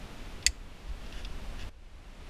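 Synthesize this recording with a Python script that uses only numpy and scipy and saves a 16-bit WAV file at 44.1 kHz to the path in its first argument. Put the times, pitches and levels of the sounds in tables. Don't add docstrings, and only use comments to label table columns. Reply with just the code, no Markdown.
import sys
import numpy as np
from scipy import signal
from scipy.fft import rfft, irfft
from scipy.io import wavfile
from scipy.ndimage import uniform_filter1d

SR = 44100
rng = np.random.default_rng(int(sys.argv[2]) if len(sys.argv) > 2 else 0)


def int16_out(signal):
    q = np.round(np.clip(np.atleast_2d(signal).T, -1, 1) * 32767)
    wavfile.write(sys.argv[1], SR, q.astype(np.int16))


N = 101121
T = np.arange(N) / SR

# (time [s], level before CRACK_DB [dB])
SNIP_BLOWS = [(0.4642, -1), (0.4667, -3.5)]
# (frequency [Hz], level before RING_DB [dB], T60 [s])
RING_MODES = [(1850, -14, .036), (1995, -7, .046), (2150, -9, .038), (2330, -12, .038), (2660, -10, .026),
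              (3390, -11, .032), (3585, -11, .034), (4480, -.5, .03), (4820, -1, .019), (5280, -7, .02),
              (6500, -6, .03), (6720, -3, .03), (7240, -8, .028), (7520, -8, .032)]
RING_DB, RING_RISE_S = -15, .0003
# (frequency [Hz], relative gain [dB])
CRACK_COLOUR = [(300, -34.5), (950, -33), (1200, -16.5), (1480, -18), (1750, -2), (2600, 2), (2950, -7),
                (3500, -1), (4050, -7.5), (4600, -0.5), (5200, 3), (5700, -6.5), (6800, 3), (8400, -2),
                (9200, -1.5), (9800, -14.5), (10900, -9), (13000, -22.5), (15300, -27)]
CRACK_DB, CRACK_SPREAD_S = 3.5, 0.001566
SCATTER_DB, SCATTER_T60_S, SCATTER_RISE_S = -20.5, 0.053, .004
# (centre [s], frequency [Hz], level [dB], half length to 1/e [s])
JOLTS = [(0.4899, 52.6, -24.5, 0.014), (0.902, 44.4, -29.5, .02)]
# (time [s], level [dB])
TICK_KNOCKS = [(0.426, -45), (1.061, -48.5), (1.1245, -42.5), (1.2476, -37), (1.5927, -46)]
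# (frequency [Hz], relative gain [dB])
TICK_COLOUR = [(500, -17.5), (1800, -18), (2750, 6), (3050, -4), (3400, 10.5), (3850, -2), (4400, 2),
               (4800, 0), (5300, 0.5), (6200, -11), (8000, -22), (15000, -34)]
TICK_T60_S, TICK_RISE_S = 0.044, .0005
# (centre [s], half length to 1/e [s], level [dB])
SLEEVE_STROKES = [(0.192, 0.027, -60.5), (0.887, 0.021, -56), (1.07, .05, -60), (1.181, 0.048, -50),
                  (1.614, .025, -48.5)]
# (frequency [Hz], relative gain [dB])
CLOTH_COLOUR = [(300, 1), (1000, -16), (1700, 7), (2300, -4.5), (2800, 10.5), (3150, -2), (3500, 4),
                (3900, -8), (4600, -1.5), (7000, -9.5), (9500, -24), (10600, -10.5), (12000, -30),
                (15000, -25)]
CLOTH_GRAIN_DB = 2
GARAGE_DB, GARAGE_T60_S = -28, .33
# (frequency [Hz], relative density [dB per Hz])
HISS_COLOUR = [(59, -15.5), (100, 0), (208, -2), (279, -3.5), (324, -6), (482, -7.5), (546, -9), (594, -8),
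               (764, -10.5), (1810, -14.5), (2750, -15), (3050, -16), (3320, -17), (13200, -36),
               (15000, -45)]
HISS_DB = -49.5
# (time [s], level before BACKGROUND_LEVEL [dB])
MOTION_LEVEL = [(0, -42), (0.07, -48), (0.33, -41), (0.44, -44.5), (0.62, -36.5), (0.82, -47.5),
                (0.91, -41), (0.98, -37.5), (1.1, -39.5), (1.33, -36), (1.52, -41.5), (1.62, -36.5),
                (1.72, -36.5), (1.93, -39), (2.08, -41.5), (2.29, -45.5)]
# (frequency [Hz], relative gain [dB])
RUMBLE_COLOUR = [(8, -3), (20, 3), (35, 1.5), (58, -8), (80, -7.5), (110, -26), (200, -41.5), (500, -70.5)]
# (time [s], gain [dB])
BACKGROUND_LEVEL = [(0, 1), (1.0, 0), (1.69, 1), (1.70, -13.5), (1.85, -10.5), (2.05, -6.5), (2.29, -2)]
DULL_AT_S, DULL_HZ = 1.695, 12900
LIMIT_DB, SQUEEZE, HOLD_FALL_DB_PER_S, REACT_S = -29, 0.45, 28, 0.057
EDGE_HZ = 15250


def amp(db):
    return 10 ** (np.asarray(db) / 20)


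def unit(x):
    return x / np.sqrt(np.mean(x ** 2) + 1e-20)


def curve(points):
    return amp(np.interp(T, *np.transpose(points)))


def gain_at(freq_hz, spectrum):
    hz, db = np.transpose(spectrum)
    return amp(np.interp(np.log(freq_hz + 1), np.log(hz), db))


def noise(spectrum):
    gain = gain_at(np.fft.rfftfreq(N, 1 / SR), spectrum)
    return unit(irfft(rfft(rng.standard_normal(N)) * gain, N))


def colour(x, spectrum):
    log_gain = np.log(gain_at(abs(np.fft.fftfreq(4096, 1 / SR)), spectrum))
    response = np.exp(np.conj(signal.hilbert(log_gain)))
    taps = np.fft.ifft(response).real[:2048]
    return signal.fftconvolve(x, taps / np.linalg.norm(taps))[:N]


def lowpass(x, hz):
    taps = signal.firwin(401, hz, window=("kaiser", 8), fs=SR)
    return signal.fftconvolve(x, taps, "same")


def strike(at_s, rise_s, t60_s):
    age_s = np.maximum(T - at_s, 0)
    return np.minimum(age_s / rise_s, 1) * amp(-60 * age_s / t60_s)


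def swell(at_s, half_s):
    return np.exp(-((T - at_s) / half_s) ** 2)


def click(at_s, spread_s):
    hz = np.fft.rfftfreq(N, 1 / SR)
    scatter = np.interp(hz, np.linspace(0, SR / 2, num=28), rng.random(size=28))
    delay_s = at_s + spread_s * scatter
    phase = -2 * np.pi * np.cumsum(delay_s) * hz[1]
    return irfft(np.exp(1j * phase), N) * (T >= at_s)


def snip():
    start_s = SNIP_BLOWS[0][0]
    ring = np.zeros(N)
    for k, (hz, db, t60_s) in enumerate(RING_MODES):
        polarity = (-1) ** k
        tone = np.sin(2 * np.pi * hz * (T - start_s))
        ring += polarity * amp(db) * strike(start_s, RING_RISE_S, t60_s) * tone
    blows = sum(amp(db) * click(at_s, CRACK_SPREAD_S) for at_s, db in SNIP_BLOWS)
    scatter = rng.standard_normal(N) * strike(start_s, SCATTER_RISE_S, SCATTER_T60_S)
    crack = colour(amp(CRACK_DB) * blows + amp(SCATTER_DB) * scatter, CRACK_COLOUR)
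    return amp(RING_DB) * ring + crack


def thump():
    return sum(amp(db) * swell(at_s, half_s) * np.sin(2 * np.pi * hz * (at_s - T))
               for at_s, hz, db, half_s in JOLTS)


def ticks():
    knocks = sum(amp(db) * strike(at_s, TICK_RISE_S, TICK_T60_S) for at_s, db in TICK_KNOCKS)
    return colour(knocks * rng.standard_normal(N), TICK_COLOUR)


def sleeves():
    grain_db = CLOTH_GRAIN_DB * unit(uniform_filter1d(rng.standard_normal(N), size=130))
    cloth = unit(noise(CLOTH_COLOUR) * amp(grain_db))
    return cloth * sum(amp(db) * swell(at_s, half_s) for at_s, half_s, db in SLEEVE_STROKES)


def garage(x):
    tail = (rng.standard_normal(N) * strike(.004, .006, GARAGE_T60_S))[:SR // 2]
    return amp(GARAGE_DB) * signal.fftconvolve(x, tail / np.linalg.norm(tail))[:N]


def background():
    bed = amp(HISS_DB) * noise(HISS_COLOUR) + curve(MOTION_LEVEL) * noise(RUMBLE_COLOUR)
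    return curve(BACKGROUND_LEVEL) * np.where(T < DULL_AT_S, bed, lowpass(bed, DULL_HZ))


def scene():
    near = snip() + ticks() + sleeves()
    return (near + garage(near) + thump() + background())[None]


def record(dry):
    x = dry[0]
    power_db = 10 * np.log10(abs(uniform_filter1d(x ** 2, size=220)) + 1e-12)
    fall_db = HOLD_FALL_DB_PER_S * T
    held_db = np.maximum.accumulate(power_db + fall_db) - fall_db
    over_db = np.maximum(held_db - LIMIT_DB, 0)
    keep = np.exp(-1 / (REACT_S * SR))
    duck_db = SQUEEZE * signal.lfilter([1 - keep], [1, -keep], over_db)
    return lowpass(x * amp(-duck_db), EDGE_HZ)[None]


dry = scene()
out = record(dry)
int16_out(out)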